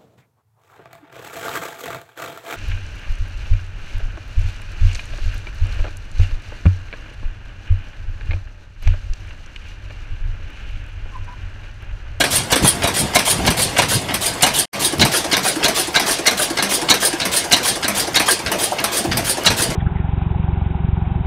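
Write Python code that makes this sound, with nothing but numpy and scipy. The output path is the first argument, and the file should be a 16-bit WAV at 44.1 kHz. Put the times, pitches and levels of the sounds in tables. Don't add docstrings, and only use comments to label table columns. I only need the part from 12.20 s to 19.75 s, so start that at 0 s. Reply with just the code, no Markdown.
import sys
import numpy as np
from scipy import signal
from scipy.fft import rfft, irfft, next_fast_len
from scipy.io import wavfile
from scipy.ndimage import uniform_filter1d, map_coordinates

SR = 44100
rng = np.random.default_rng(int(sys.argv[2]) if len(sys.argv) > 2 else 0)


def bounce(signal):
    frames = np.transpose(np.atleast_2d(signal))
    limited = np.clip(frames, -1, 1)
    pcm = np.round(limited * 32767).astype(np.int16)
    wavfile.write(sys.argv[1], SR, pcm)


N = 332955
MOVE_S = 2.5

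# (lever snap t/s, exhaust pressure/dB, snap force/dB, chatter/dB, rod clack/dB,
# pipe puff/dB, lag of clack, jingle and indrawn air/s); 0 = usual
TURNS = [(0.038, -2, -4, 0, -1.2, 0, .001), (0.3577, 0, 2.2, 1.5, 5, 0, .001),
         (0.6735, -3.5, -1.2, -2.5, 0, 0, .001), (0.9882, 1.5, 2.2, 2.2, -2.2, 0, -.002),
         (1.303, -1.2, 3, -2.2, -1.2, 0, .001), (1.6188, -1.2, -4, -2.2, 2.2, 0, 0),
         (1.94, -14, 5, -5, -5, 0, .002), (2.2637, 3, 2.2, 1.2, -6, 0, .005),
         (2.529, -15, -4, 2.5, -1.5, 1.2, 0), (2.85, 0.6, 0.6, 0, 4, -1.5, -.001),
         (3.1667, 0, 1.5, -1.2, 0, 2.2, -.003), (3.481, 0.6, 0, -2.5, 0, 1.2, 0),
         (3.7962, -1.2, -1.2, -2.2, 1.2, 0.6, -.001), (4.1088, 1.2, -4.5, 0.6, 0, 3, -.002),
         (4.4242, -6.5, 3, -1.2, 0, -7, .001), (4.7394, 2.5, -1.2, 2.5, 0.6, 1.5, -.003),
         (5.0516, -10.5, -0.6, 2.5, -4, -1.2, 0), (5.3646, 2.5, -3, 0, 2.2, -7, 0),
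         (5.68, -7.5, 3.5, -1.2, -4.5, -1.2, .002), (5.9966, 1.5, -1.2, 2.2, 1.5, -2.5, -.003),
         (6.3157, -22, 2.2, -2.2, -3, -5, .003), (6.6395, -22, 2.2, -0.6, -9, 5.5, .011),
         (6.9703, -22, 3, 2.5, -4, -9, .004), (7.3016, 1.5, -3, -0.6, 0, -9, -.003)]
# (f/Hz, width/Hz, level/dB)
IRON_MODES = [(680, 70, -8), (1060, 30, -5), (1615, 60, -4), (1755, 50, -3), (2140, 80, -5), (2405, 55, -4),
              (2860, 70, -7), (3960, 200, -1), (4370, 55, -6), (5800, 120, -2), (8890, 150, -9),
              (9140, 50, -9)]
# (f/Hz, width/Hz, level/dB)
STEEL_MODES = [(360, 55, -3), (1615, 45, -5), (3235, 45, -3), (4490, 25, -3), (4885, 28, 1), (5420, 32, -2),
               (8620, 28, -3), (8712, 24, -1), (8960, 100, -5), (9638, 40, 0), (9835, 38, -1),
               (10135, 55, 0), (10320, 50, -3), (10565, 28, -2), (11300, 60, -9)]
# (f/Hz, width/Hz, level/dB)
LEVER_MODES = [(676, 20, -12.5), (2455, 290, 0.5), (5840, 44, -20), (7800, 44, -28), (8000, 32, -24),
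               (8800, 40, -10), (10200, 31, -9), (11000, 33, -11), (11300, 31, -26), (12200, 49, -19),
               (13300, 56, -13), (14000, 48, -23)]
# (f/Hz, level/dB per Hz)
BRIGHT_COLOUR = [(120, -49), (200, -1.5), (2290, -5), (2910, -10), (6170, -8), (6880, -23.5), (8420, -9),
                 (13300, -13), (16000, -23.5)]


def amp(db):
    return 10 ** (np.asarray(db) / 20)


def unit(x):
    return x / np.sqrt(np.mean(np.abs(x) ** 2) + 1e-20)


def along(points, hz):
    f, v = np.transpose(points)
    return np.interp(np.log(hz + 1), np.log(f + 1), v)


def wobble(rate):
    knots = rng.standard_normal(int(N * rate / SR) + 4)
    return map_coordinates(knots, [np.arange(N) * rate / SR])


def filtered(x, response):
    m = next_fast_len(N + SR // 2)
    return irfft(rfft(x, m) * response(np.fft.rfftfreq(m, 1 / SR)), m)[..., :N]


def colour(spectrum, modes, ring_db):
    def response(f):
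        ring = 0
        for k, (centre, width, db) in enumerate(modes):
            resonance = 1j * f * width / (centre * centre - f * f + 1j * f * width)
            ring = ring + (-1) ** k * amp(db) * resonance
        return amp(along(spectrum, f)) * (1 + amp(ring_db) * ring)
    return response


def force(s, db, attack, t60, hold):
    out, t = np.zeros(N + SR), np.arange(SR // 3) / SR
    shape = (1 - np.exp(-t / abs(attack))) * amp(-60 * t / t60) / (1 + (t / hold) ** 5)
    for start, level in zip(s, db):
        out[max(round(start * SR), 0):][:len(t)] += amp(level) * shape
    return out[:N]


def contacts(s, low_db, high_db, response, split_hz, attack, low_t60, high_t60, hold, grit_db, lead=0):
    grit = unit(rng.standard_normal(N) * amp(grit_db * wobble(700)))
    low_push = force(s, low_db, attack, low_t60, 1.61 * hold)
    high_push = force(s - lead, high_db, attack, high_t60, hold + lead)

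    def halves(f):
        whole = response(f)
        upper = 1 / (1 + (split_hz / (f + 1)) ** 8)
        return [unit(whole * np.sqrt(1 - upper)), unit(whole * np.sqrt(upper))]
    return filtered(grit * [low_push, high_push], halves).sum(0)


def tones(s, db, hz, attack, t60, glide):
    out, t = np.zeros(N + SR), np.arange(SR // 3) / SR
    for start, level, off in zip(s, db, rng.normal(0, 0.028, len(s))):
        phase = 2 * np.pi * hz * (1 + off) * (t + glide * t * t)
        envelope = amp(level - 60 * t / t60) * (1 - np.exp(-(t / attack) ** 2))
        out[round(start * SR):][:len(t)] += envelope * np.sin(phase)
    return out[:N]


def cam(part, body_drive, treble_drive, lag=0):
    turn_at_move_s = 0.327
    scatter_db = 1.2
    turns, body_db, treble_db, body_gain, treble_gain, first_body_db, first_treble_db = part
    snap = np.transpose(TURNS)[0]
    first = snap < MOVE_S
    length = np.where(first[:-1] != first[1:], turn_at_move_s, np.diff(snap))
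    length = np.r_[length[0], length] if turns < 0 else np.r_[length, length[-1]]
    s = snap + lag + turns * length
    scatter = scatter_db * rng.standard_normal((len(s), 2))
    body = body_db + body_gain * body_drive + first_body_db * first + scatter[:, 0]
    treble = treble_db + treble_gain * treble_drive + first_treble_db * first + scatter[:, 1]
    return s[s >= 0], body[s >= 0], treble[s >= 0]


def uneven(x, depth_db):
    z = signal.stft(x, nperseg=512)[2]
    patches = uniform_filter1d(uniform_filter1d(rng.standard_normal(z.shape), 3, 0), 5, 1)
    gain_db = depth_db * unit(patches) - depth_db ** 2 * np.log(10) / 20
    return signal.istft(z * amp(gain_db), nperseg=512)[1][:N]


def first_place(x, points):
    recoloured = filtered(x, lambda f: amp(along(points, f)))
    return np.where(np.arange(N) < MOVE_S * SR, recoloured, x)


def wind():
    # (peak t/s, level/dB, half length/s)
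    gusts = [(0.162, -28.5, .06), (0.449, -16, 0.028), (.55, -34, .05), (0.647, -25.5, .03),
             (.83, -23, 0.043), (1.198, -22.5, 0.063), (1.284, -18, 0.038), (1.424, -30, 0.091),
             (1.667, -27, 0.07), (1.766, -21, 0.024), (1.857, -33, 0.071), (2.0, -37, .08),
             (2.621, -31, 0.029), (2.824, -20, 0.052), (6.266, -34, 0.025), (6.893, -19, 0.022),
             (6.972, -20, .045), (7.075, -32, 0.049), (7.306, -25.5, .04), (7.41, -30, .03),
             (7.506, -22.5, 0.034)]
    # (f/Hz, level/dB per Hz)
    buffet_colour = [(25, -16), (60, -5), (110, 1), (180, -2.5), (300, -17.5), (600, -24), (1500, -68)]
    # (f/Hz, level/dB per Hz)
    flap_colour = [(120, -25), (220, 5), (350, -3.5), (550, -14), (1200, -49)]
    t = np.arange(N) / SR
    push = amp(-42) + sum(amp(db) * np.exp(-((t - s) / half) ** 2) for s, db, half in gusts)
    lumps = amp(2.4 * wobble(35))

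    def lumpy(points):
        return unit(lumps * filtered(rng.standard_normal(N), lambda f: amp(along(points, f))))
    rumble = lumpy(buffet_colour)
    flap = lumpy(flap_colour)
    return push * rumble + amp(4.5) * push ** 1.48 * flap


def shed(x, size=SR // 4):
    # (f/Hz, t60/s)
    decay = [(200, 0.18), (2000, .24), (8000, 0.26), (14000, 0.067)]
    out = np.zeros(N + 2 * SR)
    for start in range(0, N, size):
        hz, t, z = signal.stft(rng.standard_normal(SR // 3), SR, nperseg=256)
        fade = amp(-60 * t / along(decay, hz)[:, None])
        tail = signal.istft(z * fade, SR, nperseg=256)[1]
        echo = signal.fftconvolve(x[start:start + size], tail / np.linalg.norm(tail))
        out[start + SR // 170:][:len(echo)] += echo
    return out[:N]


def lamp():
    # (f/Hz, level/dB per Hz)
    flame_colour = [(18, -41), (30, -7), (90, -4), (345, 1.5), (684, 0), (1070, -2), (1250, -7),
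                    (1720, -6.5), (3980, -11), (7090, -17), (9970, -22.5), (13000, -25.5), (16000, -34)]
    roar = unit(filtered(rng.standard_normal(N), colour(flame_colour, IRON_MODES, ring_db=0.5)))
    return amp(-28 + 1.27 * wobble(9)) * roar


def trolley():
    boom = (0.015, -24, -25, 1.2, 0, -25, 0)
    usual_turn_s, slow_db_per_s = 0.315, -900
    snap, _, force_db, *_ = np.transpose(TURNS)
    late_s = np.maximum(np.diff(snap, prepend=0) - usual_turn_s, 0)
    drive_db = force_db + slow_db_per_s * late_s
    s, hum_db, _ = cam(boom, drive_db, drive_db)
    return tones(s, hum_db, hz=201.6, attack=0.0066, t60=0.35, glide=-0.11)


def intake():
    draw_contact = (0.198, -22, -27, 0.1, -0.1, 0.3, -0.6)
    puff_contact = (0.625, -21, -24, 1, -0.4, -25, -25)
    # (f/Hz, level/dB per Hz)
    hiss_colour = [(470, -19), (800, -6), (1270, -5.5), (1590, -6), (3560, -1.5), (4510, -4), (7730, -5.5),
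                   (8880, -4.5), (16000, -10)]
    # (f/Hz, level/dB per Hz)
    pipe_colour = [(250, -30), (450, 0), (750, 5), (1300, -10), (3000, -27)]
    _, pressure, *_, puff, lag = np.transpose(TURNS)
    s, low, high = cam(draw_contact, pressure, pressure, lag)
    draw = contacts(s, low, high, colour(hiss_colour, STEEL_MODES, ring_db=-6), split_hz=7150,
                    attack=0.0069, low_t60=1.4, high_t60=1.8, hold=0.076, grit_db=-1.0)
    s, tone_db, rush_db = cam(puff_contact, puff, pressure)
    breath = force(s, rush_db, attack=0.0045, t60=0.12, hold=0.037) * rng.standard_normal(N)
    rush = filtered(breath, lambda f: unit(amp(along(pipe_colour, f))))
    hoot = tones(s, tone_db + 8.5, hz=312, attack=0.0043, t60=0.078, glide=2.6)
    return draw + rush + hoot


def linkage():
    snap_contact = (0, -15, -20, 0.1, 1, 0.3, -5)
    clack_contact = (0.272, -16, -19, 1.1, 0.6, -0.6, -0.6)
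    jingle_contact = (0.357, -18, -16, 0.1, 1, -2.5, 0)
    seat_contact = (0.603, -21, -27, 0.05, 0.05, -11, -6)
    # (f/Hz, level/dB per Hz)
    hollow_colour = [(150, -32), (250, -19.5), (576, -2), (1330, -7.5), (1640, -2.5), (2130, -12.5),
                     (7440, -6), (10000, 2), (16000, -28.5)]
    # (f/Hz, level/dB per Hz)
    chatter_colour = [(150, -39), (250, -0.5), (618, -2), (1260, -18.5), (1760, 0), (2050, -10.5),
                      (4410, 0), (7570, -11), (8700, -0.5), (16000, -14)]
    _, pressure, force_db, chatter, play, _, lag = np.transpose(TURNS)
    s, low, high = cam(snap_contact, pressure, force_db)
    snap = contacts(s, low, high, colour(BRIGHT_COLOUR, LEVER_MODES, ring_db=7.5), split_hz=7700,
                    attack=0.00078, low_t60=0.21, high_t60=0.087, hold=0.054, grit_db=1.5)
    s, low, high = cam(clack_contact, play, play, lag)
    clack = contacts(s, low, high, colour(hollow_colour, STEEL_MODES, ring_db=12), split_hz=2750,
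                     attack=0.0028, low_t60=0.16, high_t60=0.26, hold=0.036, grit_db=3.0)
    s, low, high = cam(jingle_contact, pressure, chatter, lag)
    jingle = contacts(s, low, high, colour(chatter_colour, STEEL_MODES, ring_db=10), split_hz=6960,
                      attack=0.0017, low_t60=0.27, high_t60=0.23, hold=0.034, grit_db=2.5)
    s, low, high = cam(seat_contact, pressure, pressure)
    seat = contacts(s, low, high, colour(hollow_colour, LEVER_MODES, ring_db=7), split_hz=5700,
                    attack=0.0022, low_t60=0.11, high_t60=0.09, hold=.03, grit_db=1.0)
    return snap + clack + jingle + seat


def exhaust():
    touch_contact = (-0.21, -33, -32, 0.15, 0.3, -20, -20)
    leave_contact = (-0.119, -38, -34, 0, 0, -20, -20)
    lift_contact = (-0.173, -16.5, -16, 0.05, 0.15, -3, -6)
    blow_contact = (-0.119, -7, -15, 1, 1.7, 0, 0)
    # (f/Hz, level/dB per Hz)
    knock_colour = [(350, -39), (600, -10.5), (1730, -5), (3680, -8), (5050, -2.5), (6920, -15.5),
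                    (10500, -17), (16000, -46)]
    # (f/Hz, level/dB per Hz)
    gas_colour = [(29, -43), (50, -8), (1050, -3.5), (1580, -6), (1870, -7), (2160, -7), (3100, -7.5),
                  (4040, -1), (4670, -9.5), (9870, -20), (16000, -29)]
    pipe_farther_s = 0.0035
    snap, pressure, *_ = np.transpose(TURNS)
    roller = [cam(part, pressure, pressure) for part in (touch_contact, leave_contact)]
    s, low, high = np.hstack(roller)
    tick = contacts(s, low, high, colour(BRIGHT_COLOUR, LEVER_MODES, ring_db=-3), split_hz=7000,
                    attack=0.0007, low_t60=0.045, high_t60=0.049, hold=0.0077, grit_db=6.0)
    s, low, high = cam(lift_contact, pressure, pressure)
    lift = contacts(s, low, high, colour(knock_colour, IRON_MODES, ring_db=4), split_hz=2960,
                    attack=0.0027, low_t60=.18, high_t60=0.09, hold=0.037, grit_db=3.0)
    s, low, high = cam(blow_contact, pressure, pressure, pipe_farther_s * (snap < MOVE_S))
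    bark = contacts(s, low, high, colour(gas_colour, IRON_MODES, ring_db=11.5), split_hz=6000,
                    attack=0.0024, low_t60=0.17, high_t60=0.22, hold=0.018, grit_db=2.0, lead=0.0075)
    thump = tones(s, 0.59 * low - 9, hz=159.5, attack=0.0024, t60=0.045, glide=-1.5)
    thump += tones(s, 0.29 * low - 12, hz=281.5, attack=0.0025, t60=0.057, glide=-1.04)
    return tick + lift + bark + thump


def scene():
    # (f/Hz, level/dB)
    side_on = [(200, 0), (900, 4), (1600, 0), (3300, 2), (3700, -3), (4050, -9), (4700, -2), (7000, 0)]
    # (f/Hz, level/dB)
    first_spot = [(100, 6.5), (350, -0.5), (900, 0), (1700, 0), (3300, 1), (4100, 1), (6000, -0.5),
                  (9500, 3.5), (14000, 0.5)]
    works = first_place(exhaust(), side_on) + linkage() + intake() + lamp()
    engine = uneven(works, depth_db=2.5) + trolley()
    with_echo = engine + amp(-12.5) * shed(engine)
    return (first_place(with_echo, first_spot) + wind())[None]


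def record(dry):
    # (t/s, level/dB)
    dropout = [(2.40, 0), (2.454, -5), (2.4565, -42), (2.482, -60), (2.483, -100), (2.52, -100),
               (2.522, -55), (2.534, -8), (2.56, 0)]
    top_hz = 15800
    clipped = dry / (1 + np.abs(dry / .95) ** 6) ** (1 / 6)
    level_db = np.interp(np.arange(N) / SR, *np.transpose(dropout))
    return filtered(clipped * amp(level_db), lambda hz: np.clip((top_hz - hz) / 300, 0, 1))


dry = scene()
out = record(dry)
bounce(out)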